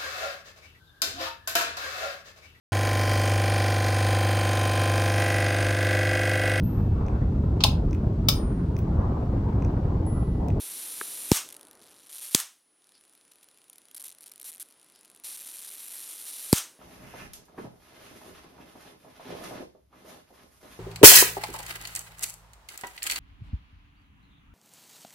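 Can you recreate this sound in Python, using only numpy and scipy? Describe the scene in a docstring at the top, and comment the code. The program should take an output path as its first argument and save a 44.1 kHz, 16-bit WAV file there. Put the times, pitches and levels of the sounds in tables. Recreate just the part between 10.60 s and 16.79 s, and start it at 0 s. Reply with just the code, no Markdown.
"""A small high-voltage generator sparks between two wire ends held over a desk, whining near 10 kHz.
With the gap narrow a thin arc sizzles; with it wider the arc only spits in short spurts.
Three times a fat spark snaps, overloads the microphone and rings through the room.
Indoors, one close microphone: a light knock and two rustles nearby, faint murmur and hiss behind."""
import sys
import numpy as np
from scipy import signal
from scipy.fft import rfft, irfft
from scipy.io import wavfile

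SR = 44100
rng = np.random.default_rng(int(sys.argv[2]) if len(sys.argv) > 2 else 0)


def master_out(mix):
    """Clip the mix to full scale and print it as 16-bit PCM to the path in sys.argv[1]."""
    frames = np.transpose(np.atleast_2d(mix))
    ceiling = np.clip(frames, -1, 1)
    pcm = np.round(ceiling * 32767).astype(np.int16)
    wavfile.write(sys.argv[1], SR, pcm)


N = 272979
TIME = np.arange(N) / SR


def from_db(db):
    """Decibels to gain."""
    return 10 ** (np.asarray(db) / 20)


def rms_one(x):
    """Scale to rms 1."""
    return x / np.sqrt(np.mean(x ** 2) + 1e-20)


def dying(t, t60):
    """Gain that falls 60 dB in t60 seconds."""
    return np.exp(-np.log(1000) * t / t60)


def in_time(rows):
    """Each column of a curve at every sample."""
    times, *columns = np.transpose(rows)
    return [np.interp(TIME, times, column) for column in columns]


def add(out, start_s, sound):
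    """Mix a sound in at start_s."""
    at = max(round(start_s * SR), 0)
    out[at:at + len(sound)] += sound[:N - at]


def cut(x, hz, kind, order=2):
    """Butterworth filter."""
    return signal.sosfilt(signal.butter(order, hz, kind, fs=SR, output="sos"), x + 1e-18)


def colour(x, spectrum, size=4096):
    """Causal (minimum-phase) filter with the given spectral shape and unit energy."""
    hz, db = np.transpose(spectrum)
    grid = np.maximum(np.fft.rfftfreq(size, 1 / SR), 1)
    gain = from_db(np.interp(np.log(grid), np.log(hz), db))
    gain *= np.minimum(grid / hz[0], 1) * np.minimum(hz[-1] / grid, 1) ** 2   # roll off past both ends
    cepstrum = irfft(np.log(gain))[:size // 2]
    cepstrum[1:] *= 2
    pulse = irfft(np.exp(rfft(cepstrum, size)))
    return signal.oaconvolve(x, pulse / np.linalg.norm(pulse))[:len(x)]


def noise(spectrum, count=N):
    """Coloured noise of rms about 1."""
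    return colour(rng.standard_normal(count), spectrum)


def drift(hz):
    """Random wander below hz, of rms 1."""
    return rms_one(cut(rng.standard_normal(N + SR), hz, "low")[SR:])


# the transformer's whine at the microphone: t/s, level/dB
WHINE_LEVELS = [(0, -47.5), (.7, -46), (.76, -64.5), (1.65, -67), (1.95, -72), (2.4, -67), (4.6, -66.5),
                (5.9, -55.5), (6.0, -65.5)]
def oscillator(arc_gain, idle_hz=9823, rise_hz=105, full_load_db=-44, recovery_s=.45,
               wander_hz=18, flutter_hz=45):
    """Phase in cycles and transformer whine; the pitch rises under the arc's load and sinks back slowly."""
    load = np.minimum(arc_gain / from_db(full_load_db), 1)
    fading = np.exp(-TIME / recovery_s)
    held_load = np.maximum.accumulate(load / fading) * fading
    hz = idle_hz + rise_hz * held_load + wander_hz * drift(25) + flutter_hz * drift(400)
    cycles = np.cumsum(hz) / SR
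    whine = from_db(in_time(WHINE_LEVELS)[0]) * np.sqrt(2) * np.sin(2 * np.pi * cycles)
    return cycles, whine


def discharges(cycles, firing_share, clumping=.55, clump_hz=900):
    """At most one tiny spark a cycle; warm air helps the next, so they come in runs. Mean power 1."""
    at = np.flatnonzero(np.diff(np.floor(cycles)))
    ease = clumping * drift(clump_hz)[at] + .12 * drift(90)[at] + .5 * rng.standard_normal(len(at))
    rank = np.argsort(np.argsort(ease)) / len(at)
    fires = rank < firing_share[at]
    polarity = rng.choice([-1, 1], len(at))
    clicks = np.zeros(N)
    clicks[at] = fires * polarity * np.sqrt(N / len(at) / firing_share[at])
    return clicks


# spectrum of one tiny spark, close up: f/Hz, relative level/dB
SPARK_SPECTRUM = [(100, -35), (500, -16.5), (1800, -12), (2700, -8), (3950, -5), (5100, -9.5), (5950, -6),
                  (6500, -11), (7300, -6), (7900, -8.5), (9500, 2.5), (11800, 0.5), (14100, -6.5),
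                  (15000, -19.5)]
def sizzle(clicks, treble_gain, body_gain, split_hz=7000):
    """Sparks heard as a bright edge and a duller body."""
    treble = cut(colour(clicks * treble_gain, SPARK_SPECTRUM), split_hz, "high", order=4)
    body = cut(colour(clicks * body_gain, SPARK_SPECTRUM), split_hz, "low", order=4)
    return treble + body


# the arc in the narrow gap, close up, one curve per burn: t/s, treble level/dB
ARC_BURNS = [
    [(0.0, -41), (0.028, -40), (0.654, -40), (0.7, -37)],
    [(1.495, -54), (1.531, -43), (1.601, -45), (1.623, -39), (1.695, -45), (1.735, -39)],
    [(4.637, -45), (4.643, -39.5), (4.799, -45), (5.287, -44.5), (5.365, -42), (5.663, -44), (5.671, -41.5),
     (5.91, -41)],
]
def arc_burns():
    """Gain of the steady arc: each burn lasts until a snap drains the charge."""
    gain = np.zeros(N)
    for burn, snap in zip(ARC_BURNS, FAT_SPARKS):
        burning = (TIME >= burn[0][0]) & (TIME < snap[0])
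        gain += burning * from_db(in_time(burn)[0])
    return gain


FULL_ARC_DB = -37.5
def steady_arc(cycles, arc_gain, body_db=-.25, dulling=.83, weak_db=-46):
    """A louder arc fires on more of the cycles; a weak arc is duller."""
    body = arc_gain * np.maximum(from_db(weak_db) / (arc_gain + 1e-9), 1) ** dulling
    firing_share = np.clip((arc_gain / from_db(FULL_ARC_DB)) ** 2, .1, .7)
    return sizzle(discharges(cycles, firing_share), arc_gain, body * from_db(body_db))


# spectrum of the room's wash, heard from the desk: f/Hz, relative level/dB
WASH_SPECTRUM = [(150, -32), (500, -15.5), (1200, -4), (2200, -5.5), (3600, -1.5), (4600, -4.5),
                 (6000, 1.5), (7500, -0.5), (9400, 3), (10900, -4.5), (12000, 0), (15500, -10)]
def room_tail(t60=.27, build_s=.055, early_db=-4, dull_hz=7000, treble_t60=.079,
              late_db=-17, late_t60=.47):
    """Diffuse reflections build up while they cross the room, then die, the treble sooner."""
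    t = TIME[:SR // 2]
    wash = noise(WASH_SPECTRUM, len(t))
    low = cut(wash, dull_hz, "low", order=1)
    swell = np.clip(t / .0053, 0, 1) ** 2 * from_db(early_db * np.maximum(1 - t / build_s, 0))
    decay_s = np.maximum(t - build_s, 0)
    lingering = wash * from_db(late_db) * dying(decay_s, late_t60)
    return swell * (low * dying(decay_s, t60) + (wash - low) * dying(decay_s, treble_t60) + lingering)


# murmur and hiss behind the generator: t/s, relative level/dB
MURMUR_LEVELS = [(0, -62.5), (.65, -59.5), (1.3, -62.5), (1.5, -70.5), (2.03, -79.5), (2.35, -73.5),
                 (5.2, -68), (6.1, -65.5)]
HISS_LEVELS = [(1.25, -69), (2.08, -76), (2.3, -70.5), (4.2, -68)]
# their spectra: f/Hz, relative level/dB
MURMUR_SPECTRUM = [(25, -27.5), (70, -17), (140, -12), (300, -1.5), (450, -4.5), (800, -8), (1500, -11.5),
                   (3000, -30)]
HISS_SPECTRUM = [(400, -14), (1200, -2), (2500, 0), (4500, -1), (5800, -3), (6600, -4.5), (8400, -3),
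                 (9700, -3), (10800, -9), (13000, -13), (15500, -20)]
def room_tone(murmur_trim_db=.5):
    """Low room murmur and faint hiss, both slowly sinking and swelling."""
    murmur = from_db(in_time(MURMUR_LEVELS)[0] + murmur_trim_db) * noise(MURMUR_SPECTRUM)
    hiss = from_db(in_time(HISS_LEVELS)[0]) * noise(HISS_SPECTRUM)
    return murmur + hiss


# modes of a knock near the microphone: f/Hz, relative level/dB, t60/s
KNOCK_MODES = [(423, -28.5, 0.025), (1330, -23, 0.0123), (1610, -19, .011), (2135, -32, 0.0071),
               (3360, -31, .005)]
def knock(start_s=.4129, contact_s=.00016, low_cut_hz=300):
    """One light contact sets a few short-lived modes ringing."""
    out, t = np.zeros(N), TIME[:SR // 10]
    ring = sum(from_db(db) * dying(t, t60) * np.sin(2 * np.pi * hz * t) for hz, db, t60 in KNOCK_MODES)
    attack = 1 - np.exp(-t / contact_s)
    add(out, start_s, cut(ring * attack, low_cut_hz, "high"))
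    return out


# fat sparks at close range, levels ahead of the overload: t/s, crack length/s, crack level/dB,
# pulse level/dB, pulse length/s, microphone swing f/Hz, room level/dB
FAT_SPARKS = [(0.7163, 0.002, -12.5, 1.5, .002, 85.1, -27.5),
              (1.7474, 0.0026, -5.5, -9.5, 0.0018, 151, -32.5),
              (5.9284, 0.0008, -2.5, 3.5, 0.002, 105, -29)]
# spectrum of the crack: f/Hz, relative level/dB
CRACK_SPECTRUM = [(200, -21.5), (1000, -19.5), (1800, -8.5), (4000, -1), (6200, -2), (9000, 1.5),
                  (12500, -1.5), (15500, -15)]
# first reflections from the walls to the microphone: delay t/s, level/dB
WALL_ECHOES = [(.0070, -13.5), (.0081, -6), (0.013, -6), (0.0179, -12), (0.031, -13), (.0545, -8),
               (.061, -17)]
def snaps(fade_s=.0004, desk_db=-24, desk_s=.004, dip_s=.001, dip_db=-11, leak_hz=40,
          scatter_db=-16, scatter_s=.0007):
    """A crack, a slow pressure pulse that makes the microphone swing, wall echoes and the room's wash."""
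    out, t = np.zeros(N), TIME[:SR // 20]
    for start_s, length_s, crack_db, pulse_db, pulse_s, swing_hz, room_db in FAT_SPARKS:
        # the crack dies at once, but scatters a little longer off the desk
        direct = np.exp(-np.maximum(t - length_s, 0) / fade_s)
        off_desk = from_db(desk_db) * np.exp(-t / desk_s)
        add(out, start_s, from_db(crack_db) * (direct + off_desk) * noise(CRACK_SPECTRUM, len(t)))
        # a short dip, then the push; the microphone cannot hold a pressure, so it swings back
        dip = from_db(dip_db) * np.sin(np.pi * np.minimum(t / dip_s, 1))
        push = np.sin(np.pi * np.clip((t - dip_s) / pulse_s, 0, 1))
        swing = cut(push - dip, swing_hz, "high")
        add(out, start_s, from_db(pulse_db) * cut(swing, leak_hz, "high", order=1))
        # each wall returns one sharp spike and a little scatter
        spike = t == 0
        for delay_s, echo_db in WALL_ECHOES:
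            scatter = from_db(scatter_db) * rng.standard_normal(len(t)) * np.exp(-t / scatter_s)
            add(out, start_s + delay_s, from_db(echo_db) * colour(spike + scatter, CRACK_SPECTRUM))
        add(out, start_s, from_db(room_db) * room_tail())
    return out


def afterglow(fuller_db=7, fade_s=.39):
    """Gain on the body of the spurts: they sound fuller for a moment after a snap."""
    since = np.maximum(TIME[:, None] - [snap[0] for snap in FAT_SPARKS], 0)
    return from_db(fuller_db * np.max((since > 0) * np.exp(-since / fade_s), axis=1))


# sputter in the wide gap, close up, one curve per bout: t/s, spit rate/Hz, relative treble level/dB
SPUTTER_BOUTS = [
    [(.88, 114, -34), (.98, 40, -47), (1.08, 48.3, -45.5), (1.2, 49, -50), (1.26, 250, -51.5),
     (1.36, 230, -56), (1.5, 266, -50.5)],
    [(2.2, 35.6, -58.5), (2.6, 35.4, -54), (3.05, 31, -49.5), (3.33, 25, -46.5), (3.37, 140, -30),
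     (3.51, 130, -38), (3.57, 30, -46.5), (3.63, 190, -41.5), (3.73, 48, -41), (3.92, 192, -38),
     (3.99, 78, -45.5), (4.04, 110, -52.5), (4.15, 55, -52.5), (4.63, 35, -48.5)],
]
def spits(typical_s=.0008, length_spread=.34, wait_spread=.4, spread_db=2, count=400):
    """Charge builds up and leaps the gap after an uneven wait; yields t/s, length/s, level/dB."""
    for bout in SPUTTER_BOUTS:
        rate_hz, db = in_time(bout)
        active = (TIME >= bout[0][0]) & (TIME < bout[-1][0])
        charge = np.cumsum(rate_hz * active) / SR
        wait_draw, length_draw, level_draw = rng.standard_normal((count, 3)).T
        waits = np.exp(wait_spread * wait_draw)
        lengths = typical_s * np.exp(length_spread * length_draw)
        leaps = np.searchsorted(charge, np.cumsum(waits / waits.mean()))
        for at, length_s, offset_db in zip(leaps, lengths, spread_db * level_draw):
            if at < N:
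                yield TIME[at], length_s, db[at] + offset_db


# the strongest spurts in the wide gap, close up: t/s, length/s, relative treble level/dB
STRONG_SPURTS = [(0.9252, .002, -38), (0.943, .0012, -40), (0.9654, .003, -41.5), (1.011, .0023, -42.5),
                 (2.7143, .0067, -53), (2.8293, .0055, -52.5), (3.0977, 0.0027, -42), (3.13, .002, -45),
                 (3.1575, .002, -49.5), (3.182, .003, -45), (3.313, .0016, -45), (3.346, .007, -38.5),
                 (3.364, .014, -39.5), (3.397, .014, -41.5), (3.4393, .008, -39), (3.452, .017, -40),
                 (3.584, .0012, -48), (3.6077, .0017, -42), (3.66, .011, -45.5), (3.716, .0048, -42.5),
                 (3.8134, .0032, -39.5), (3.843, .06, -39), (3.998, .031, -37), (4.448, .0034, -51),
                 (4.5615, .002, -47)]
def spurts(cycles, charging_s=.011, treble_db=-2.7, body_db=-6.5, dulling=.52,
           strike_treble_db=7, strike_body_db=15):
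    """Short dense runs of sparks, each opened by one hard strike; the weak ones are duller."""
    treble, body, strikes = np.zeros((3, N))
    # the sputter pauses while a strong spurt charges up and burns
    pauses = [(start_s - charging_s, start_s + length_s) for start_s, length_s, _ in STRONG_SPURTS]
    sputter = [spit for spit in spits() if not any(begin < spit[0] < end for begin, end in pauses)]
    for start_s, length_s, db in list(STRONG_SPURTS) + sputter:
        run = slice(round(start_s * SR), round((start_s + length_s) * SR))
        treble[run] = from_db(db + treble_db)
        body[run] = from_db(db + body_db + dulling * (FULL_ARC_DB - db))
        strikes[run.start] = 1
    body *= afterglow()
    clicks = discharges(cycles, firing_share=np.full(N, .6), clumping=.2)
    openings = sizzle(strikes, treble * from_db(strike_treble_db), body * from_db(strike_body_db))
    return openings + sizzle(clicks, treble, body)


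# rustles near the microphone: centre t/s, half-width/s, level/dB
RUSTLE_SWELLS = [(2.362, 0.017, -63), (4.37, 0.025, -65.5)]
# their spectrum: f/Hz, relative level/dB
RUSTLE_SPECTRUM = [(1500, -19), (3300, -8), (5200, 3), (6300, -22.5), (9000, -34.5)]
def rustles():
    """Two soft rubs of handling, each a brief swell of bright noise."""
    swells = sum(from_db(db) * np.exp(-.5 * ((TIME - centre_s) / width_s) ** 2)
                 for centre_s, width_s, db in RUSTLE_SWELLS)
    return swells * noise(RUSTLE_SPECTRUM)


def scene(room_db=-26):
    """One microphone close to the wire ends, with a little of the room; both channels alike."""
    arc_gain = arc_burns()
    cycles, whine = oscillator(arc_gain)
    near = steady_arc(cycles, arc_gain) + knock() + spurts(cycles) + rustles()
    tail = room_tail()
    reverb = signal.oaconvolve(near, tail / np.linalg.norm(tail))[:N]
    mono = whine + near + from_db(room_db) * reverb + room_tone() + snaps()
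    return np.stack([mono, mono])


def record(dry, clip_level=.46, cutoff_hz=15900):
    """The microphone input overloads on the snaps; a steep low-pass cuts the highest treble."""
    clipped = np.clip(dry, -clip_level, clip_level)
    return signal.sosfilt(signal.ellip(10, .2, 70, cutoff_hz, fs=SR, output="sos"), clipped)


dry = scene()
out = record(dry)
master_out(out)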